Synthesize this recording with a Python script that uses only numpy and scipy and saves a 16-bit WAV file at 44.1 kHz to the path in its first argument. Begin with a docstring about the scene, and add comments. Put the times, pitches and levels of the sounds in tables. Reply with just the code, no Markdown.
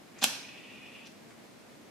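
"""Striking a disposable lighter

A disposable lighter is struck once over a wooden table in a small, hard room. Knocks are impulses ringing hood,
body and long room modes; the flint is dense random snaps; the gas jet is noise through resonances. Fingers on
wheel, lever and ribbon are short noise bands and decaying sines. Random-phase echoes form the room, over
slightly wavering noise and a low, steady hum."""
import sys
import numpy as np
from scipy import signal
from scipy.fft import rfft, irfft
from scipy.io import wavfile

SR = 44100
rng = np.random.default_rng(int(sys.argv[2]) if len(sys.argv) > 2 else 0)


def waveform_to_disk(signal):
    """Save audio, clipped to [-1, 1], as 16-bit WAV at the path in sys.argv[1]."""
    frames = np.transpose(np.atleast_2d(signal))
    scaled = np.clip(frames, -1, 1) * 32767
    samples = np.round(scaled).astype(np.int16)
    wavfile.write(sys.argv[1], SR, samples)


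N = 83790

# thumb, wheel and fingers knocking the lighter: start_s, level_db, dull_above_hz, left_minus_right_db
KNOCKS = [(0.2238, -14.5, 1590, -3.5), (0.2278, -9, 4460, -2), (0.2290, -8, 6700, -3.5),
          (0.2388, -12, 18000, -2), (0.24055, -9, 19000, 2), (0.2410, -9, 19000, -1),
          (0.2420, 5.5, 26000, -1), (1.0708, -30, 9000, 3.5), (1.0751, -34, 13000, 2),
          (1.3075, -37, 2800, 3)]
# colour of a bare knock: frequency_hz, level_db
KNOCK_COLOUR = [(40, -36), (110, -17), (220, -5), (420, -7.5), (800, -1.5), (1250, -5.5), (1600, 4),
                (2050, -5), (2550, 5), (3300, 5), (4500, -0.5), (5600, -2), (6600, -2.5), (8800, 3),
                (10900, -7), (12400, 2), (13800, -11.5), (16000, -14)]
# ringing of the metal hood and wheel: pitch_hz, level_over_bare_knock_db, t60_s
HOOD_MODES = [(1427, 1, 0.058), (3384, 7, 0.1), (4150, -2, 0.052), (4745, 4, 0.079), (5500, 4, .2),
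              (6190, 5, 0.13), (6950, 9, 0.11), (7600, -3, 0.0091), (8700, -2, .017), (9570, -1, .1)]
# low ringing of the lighter's body, with long room modes near 131 and 224 Hz:
# pitch_hz, level_over_bare_knock_db, t60_s
LOW_MODES = [(131, 6, 0.27), (183, -2, .25), (224, -3.5, .4), (261, 2.5, .035), (680, -10, 0.014),
             (773, -13, 0.035)]
# delay of the table bounce to each microphone: left_s, right_s
BOUNCE_DELAYS = (0.000183, 0.000316)
BOUNCE_DB = -7.5

# wheel grinding on the flint: time_s, level_db, brightness_0_to_1
GRIND = [(0.213, -54, 0.05), (0.218, -35.5, 0.04), (0.227, -36.5, 0.13), (0.23, -34.5, 0.1),
         (0.237, -29, 0.8), (0.2415, -20.5, 0.99), (0.246, -30.5, 0.9), (0.252, -54, 1)]
# colour of the slow wheel: frequency_hz, relative_level_db
GRIND_SLOW_COLOUR = [(30, -45), (90, -24), (250, 1), (450, -4.5), (900, 3), (1700, -9), (2700, 5.5),
                     (4500, 3.5), (6700, 4), (8500, -14), (15000, -28)]
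# colour of the biting wheel: frequency_hz, relative_level_db
GRIND_FAST_COLOUR = [(60, -30), (250, -27), (1700, -2.5), (2800, 6), (3800, 4.5), (4800, -1), (5900, -1),
                     (7100, 7.5), (8100, 0), (9200, 0.5), (10800, -2.5), (12500, -5.5), (15000, -18)]
# mean rate of the random snaps; scale of their level spread; noise level relative to the snaps
TEETH_PER_S, TOOTH_SPREAD_DB, GRIT_GAIN = 3700, 4.5, 0.96

# resonances of nozzle and hood: centre_hz, width_hz, relative_level_db
JET_MODES = [(1927, 180, -11.5), (2526, 390, -0.5), (2817, 350, -2.5), (3390, 280, -10.5)]
# plain rush of gas: frequency_hz, relative_level_db
RUSH_COLOUR = [(200, -31), (900, 4), (2500, -8), (3600, 0.5), (4300, -3), (5300, -5.5), (8000, -13),
               (15000, -28)]
RUSH_DB = -9  # relative to the resonances
# gas hiss before the trim: time_s, level_db
GAS_LEVEL = [(0.26, -61), (0.35, -51), (0.42, -55), (0.56, -54), (0.63, -55), (0.70, -53), (0.8, -57.5),
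             (0.86, -54), (0.92, -57), (0.97, -55), (1.05, -57)]
# sputters of the flame: centre_s, swell_db
SPURTS = [(0.351, 6), (0.490, 8.5), (0.553, 0), (0.578, 6), (0.754, 4), (0.774, 4), (0.863, 3.5),
          (0.960, 3)]
SPURT_S = 0.0059  # from the centre to 1/e of the swell in dB
GAS_ON_S, GAS_RISE_S, GAS_OFF_S, GAS_SHUT_S = 0.17, 0.051, 1.057, 0.026
GAS_TRIM_DB, FLUTTER_DB, FLUTTER_HZ = 0.5, 0.83, 60
JET_DRIFT_HZ, JET_DRIFT_RATE_HZ, JET_SWELL_DB, JET_SWELL_RATE_HZ = 35.02, 25.06, 1.0, 25  # rms, rate

# lever springing back and a fingernail: start_s, level_db, pitch_hz, t60_s, left_minus_right_db
TICKS = [(1.0626, -44, 3420, 0.0092, -3), (1.0705, -37, 5900, .004, 3), (1.0714, -46, 3900, .005, 1.5),
         (1.0749, -39.5, 8900, .0018, 1), (1.0754, -42, 2650, .006, 0), (1.3072, -49, 1490, .008, 2),
         (1.308, -49, 2250, .007, 1)]
TICK_RISE_S = 0.0002
# skin on wheel, lever and ribbon: centre_s, length_s, level_before_grain_db, centre_hz, width_hz
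BRUSHES = [(0.19, 0.009, -54, 6400, 2200), (0.216, 0.028, -60.5, 6700, 4000),
           (0.18, 0.046, -60.5, 2100, 2000), (1.065, 0.017, -60.5, 5500, 3000),
           (1.066, 0.009, -60, 3300, 900), (1.316, 0.017, -66.5, 1500, 730), (1.318, 0.024, -67, 2260, 500),
           (1.312, 0.04, -70, 7600, 2500)]

# decay of the reverberation: frequency_hz, t60_s
TAIL_DECAY = [(150, 0.94), (400, 0.6), (1000, 0.66), (2800, 0.6), (4500, 0.66), (5500, 0.64), (7000, 0.56),
              (9000, .5), (14000, 0.37)]
# colour of the reverberation: frequency_hz, relative_level_db
TAIL_COLOUR = [(30, -22), (80, -4), (125, 3), (260, 4.5), (450, 1.5), (1000, -1), (1600, 0.5), (2200, 0.5),
               (3000, -4), (4500, 4.5), (5500, 4), (7000, -2), (9000, -4.5), (10800, 5), (12300, 0.5),
               (13500, -10), (15000, -31)]
# left-right likeness of the reverberation: frequency_hz, likeness_0_to_1
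ECHO_LIKENESS = [(60, .5), (150, 0.82), (700, 0.76), (1300, 0.46), (2500, 0.12), (15000, 0)]
# colour of the quick scatter: frequency_hz, relative_level_db
EARLY_COLOUR = [(40, -18), (200, -6), (1000, 3), (4000, 4.5), (11000, -1), (13000, 4), (16000, -12)]
TAIL_DB, EARLY_DB = -6, -9
EARLY_T60_S, EARLY_MIN_LIKENESS, FIRST_ECHO_S = 0.11, 0.18, 0.001

# colour of the room noise: frequency_hz, relative_level_db_per_hz
AIR_COLOUR = [(25, -30), (50, -22), (80, -18), (125, -8), (175, -7), (225, -2), (300, -5), (450, -9),
              (650, -10), (900, -15), (1400, -18), (2300, -18.5), (3000, -22), (6200, -26), (10000, -31),
              (14000, -35), (15500, -46)]
# left-right likeness of the room noise: frequency_hz, likeness_0_to_1
AIR_LIKENESS = [(60, 0.083), (200, 0.36), (400, 0.31), (700, 0.21), (1500, 0.21), (5000, 0.17),
                (15000, 0.18)]
AIR_DB = -53
EDGE_HZ = 15780  # upper band limit

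FREQUENCIES = np.fft.rfftfreq(N, 1 / SR)
TIME = np.arange(N) / SR


def clicks():
    """Modal impact: each knock is a minimum-phase impulse exciting modes of hood, body and room."""
    colour = amp(read(KNOCK_COLOUR, abs(np.fft.fftfreq(N, 1 / SR))))
    # minimum phase follows from the Hilbert transform of the log spectrum
    tick = np.fft.ifft(np.exp(np.conj(signal.hilbert(np.log(colour))))).real
    ring = sum(amp(db) / (1 + 2j * np.pi * (FREQUENCIES - pitch) * t60 / np.log(1000))
               for pitch, db, t60 in HOOD_MODES + LOW_MODES)
    knock = rfft(tick) * (1 + ring)
    out = np.zeros((2, N))
    for start, db, dull_hz, pan_db in KNOCKS:
        ratio = FREQUENCIES / dull_hz
        low_pass = 1 / (1 + np.sqrt(2) * 1j * ratio - ratio ** 2) ** 2
        click = irfft(knock * low_pass, N)
        unit_click = -click / np.linalg.norm(click)
        add(out, start, unit_click * pan_gains(db, pan_db))
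    return out


def wheel():
    """Stick-slip friction: teeth chip the flint in random snaps, brighter as the wheel speeds up."""
    s, db, bright = np.transpose(GRIND)
    hits = (rng.random(N) < TEETH_PER_S / SR) * rng.choice([-1, 1], N)
    chips = hits * amp(TOOTH_SPREAD_DB * np.minimum(rng.exponential(1, N), 2))
    drive = evened(chips) + GRIT_GAIN * pair(0)
    bright = np.clip(np.interp(TIME, s, bright), 0, 1)
    slow = coloured(drive, GRIND_SLOW_COLOUR)
    fast = coloured(drive[:, ::-1], GRIND_FAST_COLOUR)  # time-reversed
    rasp = np.sqrt(1 - bright) * slow + np.sqrt(bright) * fast  # equal-power crossfade
    return rasp * amp(np.interp(TIME, s, db)) * (TIME > s[0]) * (TIME < s[-1])


def flame():
    """Turbulent jet: gas noise excites the nozzle's resonances, with flutter and sputter, until shut."""
    jet = sum(amp(db) * unsteady(resonate(pair(same=0.96), hz, width)) for hz, width, db in JET_MODES)
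    rush = amp(RUSH_DB) * coloured(pair(same=0.7), RUSH_COLOUR)
    opening = np.clip((TIME - GAS_ON_S) / GAS_RISE_S, 0, 1)
    closing = np.clip(1 - (TIME - GAS_OFF_S) / GAS_SHUT_S, 0, 1)
    spurts = sum(db * np.exp(-((TIME - s) / SPURT_S) ** 2) for s, db in SPURTS)
    flutter = FLUTTER_DB * wander(FLUTTER_HZ)
    level_db = GAS_TRIM_DB + np.interp(TIME, *np.transpose(GAS_LEVEL)) + spurts + flutter
    return evened(jet + rush) * opening * closing * amp(level_db)


def unsteady(x):
    """Random modulation: a jet resonance drifts in frequency and swells in level."""
    drift_hz = JET_DRIFT_HZ * wander(JET_DRIFT_RATE_HZ)
    rotation = np.exp(2j * np.pi * np.cumsum(drift_hz) / SR)
    return (signal.hilbert(x) * rotation).real * amp(JET_SWELL_DB * wander(JET_SWELL_RATE_HZ))


def ticks():
    """Damped oscillation: a light touch rings one small part for a few milliseconds."""
    t, out = np.arange(SR // 10) / SR, np.zeros((2, N))
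    for start, db, hz, t60, pan_db in TICKS:
        envelope = (1 - np.exp(-t / TICK_RISE_S)) * np.exp(-np.log(1000) * t / t60)
        add(out, start, envelope * np.sin(2 * np.pi * hz * t) * pan_gains(db, pan_db))
    return out


def fingers(grain_db=3.5, grain_hz=250):
    """Skin friction: brushes are short noise bands whose grain is random level modulation."""
    out = np.zeros((2, N))
    for centre, length, db, hz, width in BRUSHES:
        stroke = np.exp(-2 * ((TIME - centre) / length) ** 2)
        grainy_gain = amp(db + grain_db * wander(grain_hz))
        out += resonate(pair(same=0.8), hz, width) * stroke * grainy_gain
    return out


def table(x):
    """Specular reflection: the first bounce off the table top, a fraction of a millisecond late."""
    delay = np.exp(-2j * np.pi * FREQUENCIES * np.array(BOUNCE_DELAYS)[:, None])
    return amp(BOUNCE_DB) * irfft(rfft(x) * delay, N)


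def room(x, size=256):
    """Diffuse reverberation: quick scatter from table and hands, then a tail decaying by frequency."""
    same = read(ECHO_LIKENESS, FREQUENCIES)
    hz, when, z = signal.stft(coloured(pair(same), TAIL_COLOUR), SR, nperseg=size)
    decay = np.exp(-np.log(1000) * when / read(TAIL_DECAY, hz)[:, None])
    tail = signal.istft(z * decay, SR, nperseg=size)[1][:, :N]
    scatter = coloured(pair(np.maximum(same, EARLY_MIN_LIKENESS)), EARLY_COLOUR)
    early = scatter * np.exp(-np.log(1000) * TIME / EARLY_T60_S)
    parts = [(TAIL_DB, tail), (EARLY_DB, early)]
    echo = sum(amp(db) * evened(part * (TIME > FIRST_ECHO_S)) for db, part in parts)
    echo = echo / np.sqrt(N)  # from rms to energy
    return x + signal.fftconvolve(x, echo, axes=1)[:, :N]


def air(waver_db=0.33, waver_hz=12, hum_hz=222, hum_width=70, hum_db=-69):
    """Stationary noise: a coloured room tone that wavers slightly in level, and a steady narrow band as a low
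    hum."""
    noise = amp(AIR_DB) * coloured(pair(read(AIR_LIKENESS, FREQUENCIES)), AIR_COLOUR)
    hum = amp(hum_db) * resonate(pair(same=0.98), hum_hz, hum_width)
    return noise * amp(waver_db * wander(waver_hz)) + hum


def amp(db):
    """Logarithmic level: decibels to amplitude gain."""
    return 10 ** (np.asarray(db) / 20)


def pan_gains(db, pan_db):
    """Interaural level difference: left and right gains, split evenly about a level."""
    return amp([[db + pan_db / 2], [db - pan_db / 2]])


def evened(x):
    """Power normalisation: scales to rms 1."""
    return x / np.sqrt(np.mean(x ** 2) + 1e-20)


def read(points, hz):
    """Log-frequency interpolation: reads a curve at given frequencies."""
    f, value = np.transpose(points)
    return np.interp(np.log(hz + 1), np.log(f + 1), value)


def add(mix, s, sound):
    """Superposition: mixes a stereo sound in at a time in seconds."""
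    part = mix[:, max(round(s * SR), 0):][:, :sound.shape[1]]
    part += sound[:, :part.shape[1]]


def coloured(x, points):
    """Linear filtering: weights a signal's spectrum, at rms 1."""
    return evened(irfft(rfft(x) * amp(read(points, FREQUENCIES)), N))


def pair(same):
    """Partial coherence: white noise at two microphones, partly alike."""
    a, b = rfft(rng.standard_normal((2, N)))
    same = np.clip(same, 0, 1)
    return irfft(np.array([a, same * a + np.sqrt(1 - same ** 2) * b]), N)


def resonate(x, hz, width):
    """Cascaded resonance: a double pole around a centre frequency, at rms 1."""
    response = 1 / (1 + 2j * (FREQUENCIES - hz) / width) ** 2
    return evened(irfft(rfft(x) * response, N))


def wander(rate_hz):
    """Low-passed noise: a slow random curve, at rms 1."""
    return evened(irfft(rfft(rng.standard_normal(N)) / (1 + (FREQUENCIES / rate_hz) ** 2), N))


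def scene():
    """Superposition: lighter and hands excite the room, over the table bounce and room noise."""
    knocks = clicks()
    sources = knocks + ticks() + wheel() + flame() + fingers()
    return room(sources) + table(knocks) + air()


def record(dry):
    """Band limitation: a steep linear-phase low-pass."""
    low_pass = signal.firwin(511, EDGE_HZ, window=("kaiser", 9), fs=SR)
    return signal.oaconvolve(dry, low_pass[None], "same")


dry = scene()
out = record(dry)
waveform_to_disk(out)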